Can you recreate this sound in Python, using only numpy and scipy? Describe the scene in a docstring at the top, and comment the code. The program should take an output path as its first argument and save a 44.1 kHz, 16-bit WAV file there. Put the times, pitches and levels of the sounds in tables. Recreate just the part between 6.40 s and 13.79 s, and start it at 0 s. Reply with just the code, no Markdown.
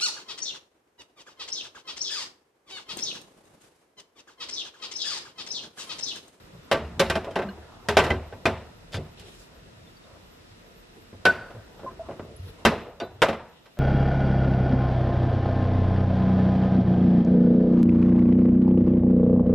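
"""Two full glass bottles are laid into the plastic drawer of an open fridge, close to a small stereo camera.
From 0.3 s on, chattering knocks excite panel noise, damped drawer modes and a cabinet tail, with short tones.
At 2.5 s a label rasps (random clicks into resonances); at 4.85 s the second bottle lands with a clank of held
tones; at 6.6 s glass clinks on glass (struck modes). Low rumble, mid-band noise and rustling are shaped noise
under it all, as is the kitchen air, which sinks at 6.4 s; a thin, very high sine flickers in level."""
import sys
import numpy as np
from scipy import signal
from scipy.fft import rfft, irfft, next_fast_len
from scipy.io import wavfile
from scipy.ndimage import uniform_filter1d

SR = 44100
rng = np.random.default_rng(int(sys.argv[2]) if len(sys.argv) > 2 else 0)


def digitize_waveform(pressure):
    """Quantize a signal to 16-bit integers and store it at the path in sys.argv[1].

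    Rows of a 2-D input are taken as channels; values are limited to [-1, 1].
    """
    field = np.atleast_2d(pressure).T
    bounded = np.clip(field, -1, 1)
    quanta = np.round(bounded * 32767).astype(np.int16)
    wavfile.write(sys.argv[1], SR, quanta)


N = 325899
TIME = np.arange(N) / SR
BANDS = 35 * 2 ** np.arange(0, 8.9, 1 / 2)  # half-octave centres, Hz
TINY = 1e-18  # keeps silent filter tails quick

# Glass on plastic. Each row: start in seconds, level in dB, brightness in dB per octave above the body,
# thump in dB.
KNOCKS = [(0.314, -15, -3.5, -12.5), (0.344, -19, -7.5, -14.0), (0.595, -19.5, -1, -5.5),
          (0.608, -20, -4, -22), (0.699, -20.5, -2.5, -5.5), (0.754, -22.5, -4.0, -5),
          (0.845, -34.5, -5.0, -25.0), (0.871, -22.5, -17.5, -47), (0.909, -44, -3, -2),
          (0.957, -17, -6.5, -15.5), (0.989, -21.5, -7.5, -14), (1.019, -28, -6.5, -5),
          (1.486, -20.5, -2.0, -6.5), (1.569, -11.5, -3.0, -24), (1.589, -13.5, -4.5, -11.5),
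          (1.639, -26.5, -3, 1), (1.665, -26, -5.5, -20), (1.704, -18, -6, -3.5), (1.734, -30, -8, 0),
          (1.925, -34.5, -8, -10), (2.055, -13.5, -4.5, -10), (2.521, -62, 3.5, 4.5), (2.53, -44, -3.5, 3),
          (2.542, -33, -1.5, 7), (2.564, -30.5, -13, -19), (2.579, -32.5, -21, 1.5), (2.796, -62, 4, 23),
          (4.728, -43, -11, 5), (4.853, -13, -3.5, -13.5), (5.104, -44, -5.5, -2), (5.149, -44, -9, 1),
          (5.392, -44, -6.5, -23), (5.434, -28, -18.5, -14), (5.508, -40, -10.5, 0), (5.687, -28, -13, -14),
          (5.709, -33, -9.5, -8), (5.794, -33, -9.5, -2), (6.251, -9.5, -3.5, -8), (6.309, -16.5, -19, -18),
          (6.601, -26, -7, -44), (6.619, -25, -11.5, -14), (6.819, -10.5, -4, -18),
          (6.885, -18, -6.5, -13.5), (6.929, -27.5, -7, -10), (7.257, -51, -3, -12), (7.371, -45, -7, 7)]
# Spectrum of the knocks. Each row: frequency in Hz, relative level in dB per band.
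KNOCK_COLOUR = [(45, -35), (80, -15.5), (160, -3.5), (320, -6.5), (640, 1), (1300, 0), (2600, 5.5),
                (5000, 1), (8000, -7.5), (12000, -4)]
# Decay of the drawer panels. Each row: frequency in Hz, time to fall 60 dB in seconds.
PANEL_T60 = [(60, 0.15), (160, 0.34), (420, 0.14), (1100, 0.16), (2900, 0.097), (7700, 0.088),
             (14000, 0.05)]
# Decay inside the cabinet. Each row: frequency in Hz, time to fall 60 dB in seconds.
CABINET_T60 = [(60, 0.24), (160, 0.47), (420, 0.6), (1100, 0.62), (2900, 0.46), (7700, .3)]
# Clear modes of the drawer. Each row: frequency in Hz, relative level in dB, time to fall 60 dB in seconds.
DRAWER_MODES = [(76.2, -2, 0.53), (96.6, 5, 0.26), (168.7, -6.5, 0.39), (222.8, -4, 0.42),
                (371.4, -0.5, 0.31), (425.7, -0.5, 0.16), (554, -0.5, 0.17), (658, -1.5, 0.25),
                (798, -4.5, 0.091), (883, -6.5, 0.26), (1016, -5.5, 0.103), (1155, 0, 0.15),
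                (1556, 8, 0.095), (1806, -19.5, 0.063), (2397, 13, 0.018), (2810, -19.5, 0.16),
                (3140, 9, 0.065)]
# Single short tones, from low hums to very high, faint ticks. Each row: start in seconds, level in dB,
# frequency in Hz, held time in seconds.
SHORT_TONES = [(.318, -19.5, 560, 0.015), (0.358, -32.5, 75.2, 0.1), (.6, -15.5, 546, 0.025),
               (.6, -25.5, 390, 0.032), (.66, -34, 78.8, 0.068), (.755, -25.5, 649, .026),
               (1.05, -35, 197, 0.056), (1.087, -40, 1570, 0.005), (1.087, -43.5, 2880, .008),
               (1.088, -53, 4200, .008), (1.101, -44, 76, 0.11), (1.49, -25, 409, 0.036),
               (1.501, -30.5, 79, 0.14), (1.572, -17, 409, 0.02), (1.706, -20.5, 2020, 0.01),
               (1.719, -33, 95.4, 0.039), (2.057, -19.5, 2440, 0.0055), (2.057, -17.5, 520, 0.0059),
               (2.085, -34.5, 96, 0.058), (2.577, -31.5, 150, 0.0059), (3.465, -58, 3540, 0.016),
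               (3.564, -55, 4600, 0.0097), (3.635, -60, 3680, .014), (4.857, -19, 600, 0.0053),
               (5.141, -43, 110, 0.032), (5.462, -30.5, 1040, 0.019), (5.594, -28.5, 658, 0.022),
               (5.962, -50.5, 10300, 0.0073), (5.962, -53, 11100, .008), (5.991, -37, 92.4, 0.067),
               (6.254, -20.5, 432, 0.02), (6.256, -20.5, 225, 0.027), (6.615, -28, 684, 0.0071),
               (6.821, -21, 510, .007), (6.822, -20, 2285, 0.0064), (7.372, -46.5, 600, .018)]
# Tones of the second bottle as it lands. Each row: frequency in Hz, level in dB, after-ring in dB re the tone.
CLANK = [(1502, -13, -23), (1440, -23.5, -17), (4600, -48, -7)]
# Glass on glass. Each row: start in seconds, level in dB.
CLINKS = [(6.601, -37.5)]
# Modes of a bottle wall. Each row: frequency in Hz, relative level in dB, time to fall 60 dB in seconds.
BOTTLE_MODES = [(1490, 1, 0.26), (2430, -16, 0.094), (2850, -8, 0.11), (3620, -6, .2), (3640, -10, 0.19),
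                (4000, -11, 0.33), (4620, -4, 0.087), (4700, -13, 0.17), (5600, -9, 0.054),
                (6960, -14, 0.048)]
# Resonances of the rasp. Each row: frequency in Hz, relative level in dB, time to fall 60 dB in seconds.
RASP_MODES = [(2780, -12, .006), (3550, 0, 0.0082), (4600, -3.5, 0.0069), (6460, -14, .004)]
# Low rumble and mid-band noise under the knocks, swelling after several of them. Each row: time in seconds,
# rumble in dB, mid-band noise in dB, both before colouring.
UNDER_NOISE = [(0, -52.5, -55), (.33, -55, -55), (.51, -39.5, -44), (.9, -47, -41), (1.25, -52.5, -48),
               (1.58, -48, -55), (1.67, -50, -25), (1.75, -46.5, -51.5), (2.32, -49.5, -56),
               (3.38, -56.5, -55.5), (4.75, -63.5, -58.5), (4.98, -47, -47.5), (5.5, -55, -49.5),
               (6.0, -48, -53.5), (6.25, -53, -50), (6.4, -54, -43), (6.55, -51, -56), (6.95, -51.5, -59),
               (7.1, -71, -63)]
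# Spectrum of rumble, mid-band noise and rustle. Each row: frequency in Hz, relative level in dB per band.
UNDER_COLOUR = [(35, -25), (80, -8.5), (250, -18.5), (500, -11), (1500, -19.5), (3000, -9.5), (7000, -20.5),
                (12000, -18)]
# Skin and sleeve rustling. Each row: start of the hold in seconds, held time in seconds,
# level in dB before colouring.
RUSTLE = [(1.62, 0.067, -52), (2.78, .27, -57.5), (5.97, .24, -64)]
# Spectrum of the room air. Each row: frequency in Hz, relative level in dB per Hz.
ROOM = [(25, 13), (40, 5), (70, -16.5), (100, -8.5), (180, -4), (290, -11), (440, -11.5), (750, -23),
        (1400, -19), (3200, -22.5), (6000, -29.5), (9000, -34), (13000, -41)]
# Stereo width of sounds from the drawer. Each row: frequency in Hz, side minus mid in dB.
NEAR_WIDTH = [(60, -28.5), (110, -57), (200, -62), (380, -21), (700, -25.5), (1290, -14.5), (2380, -13.5),
              (4400, -7), (8120, 1), (15000, 3.5)]
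# Stereo width of sounds from all around. Each row: frequency in Hz, side minus mid in dB.
FAR_WIDTH = [(60, -15), (110, -19.5), (200, -3), (380, 3), (700, 7), (1290, 5), (2380, -0.5), (4400, 3.5),
             (8120, -2.5), (15000, 16)]

CHATTER_S, CHATTER_FALL_DB = 0.016, -14  # span of the re-contacts and their fall over it
LEAD_DB = 2.5  # the first contact stands out from the chatter
THUMP_HZ, BODY_HZ, CRACK_HZ = 104.5, 521, 7740  # brightness tilts the bands from body to crack
SNAP_DB, HARDNESS = 0, 0.41  # a heavier blow is a harder contact: dB of snap per dB of blow
BURST_DB, BURST_T60_S = 1.5, 0.026  # the first instant of a knock is louder and dies fast
RATTLE_DB = 1.5  # unevenness of the panel decay
CABINET_DB = -14.5

AFTER_DB = -14.5  # after-ring relative to its tone
AFTER_T60_S, AFTER_SLOPE = 0.27, -0.56  # at the body pitch; shorter for higher tones by this power
DAMP_CYCLES, DAMP_S = 2.6, 0.0027  # both add to the time in which a held tone is damped
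WAVER, CLANK_WAVER = 0.14, 0.092  # share by which a held tone wavers
CLANK_S, CLANK_HELD_S, CLANK_T60_S, CLANK_DAMP_S = 4.852, 0.056, 0.62, 0.0037

RASP_S, RASP_HELD_S, RASP_EDGE_S, RASP_DB = 2.535, 0.033, 0.018, -39.5
RUSTLE_RISE_S, RUSTLE_FALL_S, RUSTLE_REST_DB = 0.023, 0.044, -70.5

ROOM_DB = -51.5  # air rms, before the sinking and the low-pass
HIGH_TONE_HZ, HIGH_TONE_DB = 13020, -73.5
SINK_S, SINK_LENGTH_S, SINK_DB = 6.4, 0.12, -5  # the air sinks towards the end
AIR_TOP_HZ = 13200
BASS_HZ, DROOP_HZ, TOP_HZ = 37.0, 12100, 15800
SQUASH = 0.6


def knocks(near):
    """Impact excitation: panel vibration, contact snap and cabinet tail by band, plus the drawer's modes."""
    places, share = chatter()
    _, level, brightness, thump = np.array(KNOCKS).T
    hardness = undb(SNAP_DB + HARDNESS * level[:, None]) ** 2
    out = 0
    for hz, noise in zip(BANDS, near):
        power = blow_power(hz, 0.59 * share, places)
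        # powers decay twice as fast as amplitudes
        burst = undb(BURST_DB) ** 2 * fade(power, BURST_T60_S / 2)
        panel = fade(power, on_log(PANEL_T60, hz) / 2) + burst
        # the tail builds up as the panels radiate
        tail = fade(power, on_log(CABINET_T60, hz) / 2) - fade(power, 0.051)
        total = panel + undb(CABINET_DB) ** 2 * np.abs(tail)
        rise = int(0.6 * SR / hz + 0.00076 * SR)  # lows come late
        envelope = np.sqrt(uniform_filter1d(total, rise, origin=(rise - 1) // 2).clip(0))
        vibration = undb(-7.0) * flicker(count=90, db=RATTLE_DB) * envelope * noise
        contact = np.sqrt(blow_power(hz, hardness * share, places))
        snap = mode(contact, hz, 11.0 / hz)  # falls 60 dB in 11 cycles
        out = out + undb(on_log(KNOCK_COLOUR, hz)) * (vibration + snap)
    for hz, db, t60 in DRAWER_MODES:
        # each contact point reaches the mode with its own strength and sign
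        reach = rng.standard_normal(share.shape)
        push = blow_power(hz, reach * share, places)
        force = np.sign(push) * np.sqrt(np.abs(push))
        out = out + undb(db - 9.0) * mode(force, hz, t60)
    return out


def chatter(count=6):
    """Repeated impact: a blow and quick, on average weaker re-contacts, as sample places and power shares."""
    starts = np.array(KNOCKS)[:, :1]
    luck = rng.random((len(KNOCKS), 2 * count))
    order = np.arange(count)
    steps = (order + luck[:, :count] * (order > 0)) / count
    places = ((starts + CHATTER_S * steps) * SR).astype(int)
    fall_db = CHATTER_FALL_DB * steps + LEAD_DB * (steps == 0)
    share = (0.22 + luck[:, count:]) * undb(2 * fall_db)  # doubled dB: a power
    return np.clip(places, 0, N - 1), share / share.sum(axis=1, keepdims=True)


def blow_power(hz, weight, places):
    """Spectral tilt of an impact: weighted contact powers at one frequency, placed along time."""
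    _, level, brightness, thump = np.array(KNOCKS).T
    octaves = np.log2(np.clip(hz, THUMP_HZ, CRACK_HZ) / BODY_HZ)
    if octaves > 0:
        db = level + brightness * octaves
    else:
        db = level + thump * octaves / np.log2(THUMP_HZ / BODY_HZ)
    power = weight * undb(db)[:, None] ** 2
    return np.bincount(places.ravel(), power.ravel(), N)


def short_tones():
    """Decay that shortens with frequency: the after-rings of low tones outlast those of high ones."""
    out = 0
    for s, db, hz, held in SHORT_TONES:
        t60 = AFTER_T60_S * (hz / BODY_HZ) ** AFTER_SLOPE
        out = out + ring(s, db, hz, held, AFTER_DB, t60, WAVER, DAMP_S + DAMP_CYCLES / hz)
    return out


def clank():
    """Inharmonic tones of the second bottle as it lands, sharing one hold and one decay time."""
    return sum(ring(CLANK_S, db, hz, CLANK_HELD_S, after_db, CLANK_T60_S, CLANK_WAVER, CLANK_DAMP_S)
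               for hz, db, after_db in CLANK)


def ring(s, db, hz, held, after_db, t60, waver, damp):
    """Damped tone: it builds up, holds and is damped, over a beating, decaying after-ring."""
    start = int(s * SR)
    t = np.arange(min(int(0.6 * SR), N - start)) / SR
    since_release = np.clip(t - held, 0, 1)
    build_up = 0.51 / hz + 0.0014  # seconds
    hold = np.clip(t / build_up, 0, 1) * np.exp(-since_release / damp)
    after = undb(after_db - 60 * since_release / t60) * np.clip(t / held, 0, 1)
    smooth = int(5.0 * SR / hz ** 0.5 / 10) + 1  # the wavering is quicker on high tones
    slow, beat = uniform_filter1d(rng.standard_normal((2, len(t))), smooth) * np.sqrt(smooth)
    in_phase = hold * (1 + waver * slow) + after * (0.28 + 0.98 * slow)
    turn = 2 * np.pi * hz * t
    out = np.zeros(N)
    out[start:start + len(t)] = undb(db) * (in_phase * np.sin(turn) + after * beat * np.cos(turn))
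    return out


def clinks():
    """Modal ringing of a thin bottle wall, unsettled by the liquid inside."""
    taps = np.zeros(N)
    for s, db in CLINKS:
        taps[int(s * SR)] = undb(db)
    return sum(undb(db) * flicker(count=70, db=3.5) * mode(taps, hz, t60) for hz, db, t60 in BOTTLE_MODES)


def rasp():
    """Stick-slip as a label rasps over the plastic: dense uneven clicks excite short resonances."""
    edges = [-RASP_EDGE_S, 0, RASP_HELD_S, RASP_HELD_S + RASP_EDGE_S]
    gate = np.interp(TIME - RASP_S, edges, [0, 1, 1, 0])
    slips = rng.random(N) < 1500 / SR  # 1500 a second on average
    clicks = slips * rng.standard_normal(N) * gate
    return undb(RASP_DB) * sum(undb(db) * mode(clicks, hz, t60) for hz, db, t60 in RASP_MODES)


def under_noise(near, far):
    """Modulated band noise: low rumble and mid-band noise under the knocks, and a rustle above them in pitch."""
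    rumble, middle = curves(UNDER_NOISE)
    rustle = rustling()
    out = 0
    for hz, close, wide in zip(BANDS, near, far):
        if hz < 280:
            sound = rumble * close
        elif hz < 2000:
            sound = middle * close
        else:
            sound = rustle * wide
        out = out + undb(on_log(UNDER_COLOUR, hz)) * flicker(count=12, db=5.5) * sound
    return flicker(count=60, db=1.93) * out


def rustling():
    """Amplitude envelope: each rustle swells, holds and fades over a faint constant level."""
    gain = undb(RUSTLE_REST_DB)
    for s, held, db in RUSTLE:
        edges = [-RUSTLE_RISE_S, 0, held, held + RUSTLE_FALL_S]
        gain = gain + undb(db) * np.interp(TIME - s, edges, [0, 1, 1, 0])
    return gain


def kitchen(far):
    """Stationary noise: fridge and room air, steady until it sinks."""
    # a half-octave band widens with its frequency, hence the root
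    air = sum(undb(on_log(ROOM, hz)) * np.sqrt(hz) * noise for hz, noise in zip(BANDS, far))
    sink_db = SINK_DB * np.clip((TIME - SINK_S) / SINK_LENGTH_S, 0, 1)
    return air * undb(ROOM_DB + sink_db) / air.std()


def high_tone():
    """Amplitude modulation of a sine: a thin, steady, very high tone, its level flickered at random."""
    return undb(HIGH_TONE_DB) * flicker(count=40, db=5.5) * np.sin(2 * np.pi * HIGH_TONE_HZ * TIME)


def undb(db):
    """The decibel law for amplitudes, inverted."""
    return 10 ** (np.asarray(db) / 20)


def on_log(table, hz):
    """Interpolation of a (Hz, value) table on a log-frequency axis."""
    f, v = np.transpose(table)
    return np.interp(np.log(hz), np.log(f), v)


def curves(table):
    """Linear interpolation of gains along time, one for each dB column."""
    s, *columns = np.transpose(table)
    return [np.interp(TIME, s, undb(db)) for db in columns]


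def flicker(count, db):
    """Random amplitude modulation: a gain wanders between random levels, count times a second."""
    steps = int(N / SR * count) + 2
    return np.interp(TIME * count, np.arange(steps), undb(db * rng.standard_normal(steps)))


def fade(x, t60):
    """Exponential decay: every sample starts one that falls 60 dB in amplitude in t60 seconds."""
    return signal.lfilter([1], [1, -np.exp(-np.log(1000) / (t60 * SR))], x + TINY)


def mode(x, hz, t60):
    """A damped resonance; a unit impulse starts a ring of amplitude 1."""
    r = np.exp(-np.log(1000) / (t60 * SR))
    w = 2 * np.pi * hz / SR
    return signal.lfilter([0, r * np.sin(w)], [1, -2 * r * np.cos(w), r * r], x + TINY)


def band_noise():
    """Filtered white noise: a (mid, side) pair for each band, its mid of rms 1."""
    size = next_fast_len(N)
    f = np.fft.rfftfreq(size, 1 / SR) + 1  # +1 Hz avoids the log of zero
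    white = rfft(rng.standard_normal((2, size)))
    out = []
    for hz in BANDS:
        shape = np.cos(np.pi * np.clip(np.log2(f / hz), -0.5, 0.5))
        pair = irfft(white * shape, size)[:, :N]
        out.append(pair / pair[0].std())
    return out


def spread(bands, width, order):
    """Mid-side stereo: left and right noise by band; every order starts elsewhere in the noise."""
    out = []
    for hz, pair in zip(BANDS, bands):
        mid, side = np.roll(pair, order * N // 4, axis=1)
        side = side * undb(on_log(width, hz))
        out.append(np.array([mid + side, mid - side]))
    return out


def scene():
    """Superposition of the knocks, tones and rasp with the low-passed quiet sounds."""
    bands = band_noise()
    under = under_noise(spread(bands, NEAR_WIDTH, order=1), spread(bands, FAR_WIDTH, order=2))
    quiet = under + kitchen(spread(bands, FAR_WIDTH, order=3)) + high_tone()
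    quiet = signal.sosfilt(signal.ellip(6, 0.5, 50, AIR_TOP_HZ, fs=SR, output="sos"), quiet)
    struck = knocks(spread(bands, NEAR_WIDTH, order=0))
    return struck + short_tones() + clank() + clinks() + rasp() + quiet


def record(dry):
    """Saturation and band limits: the camera rounds peaks, loses deep bass, droops on top and cuts off."""
    wet = np.tanh(SQUASH * dry) / SQUASH
    wet = signal.sosfilt(signal.butter(4, BASS_HZ, "high", fs=SR, output="sos"), wet)
    wet = signal.sosfilt(signal.butter(4, DROOP_HZ, fs=SR, output="sos"), wet)
    return signal.sosfilt(signal.ellip(8, 0.2, 70, TOP_HZ, fs=SR, output="sos"), wet)


dry = scene()
out = record(dry)
digitize_waveform(out)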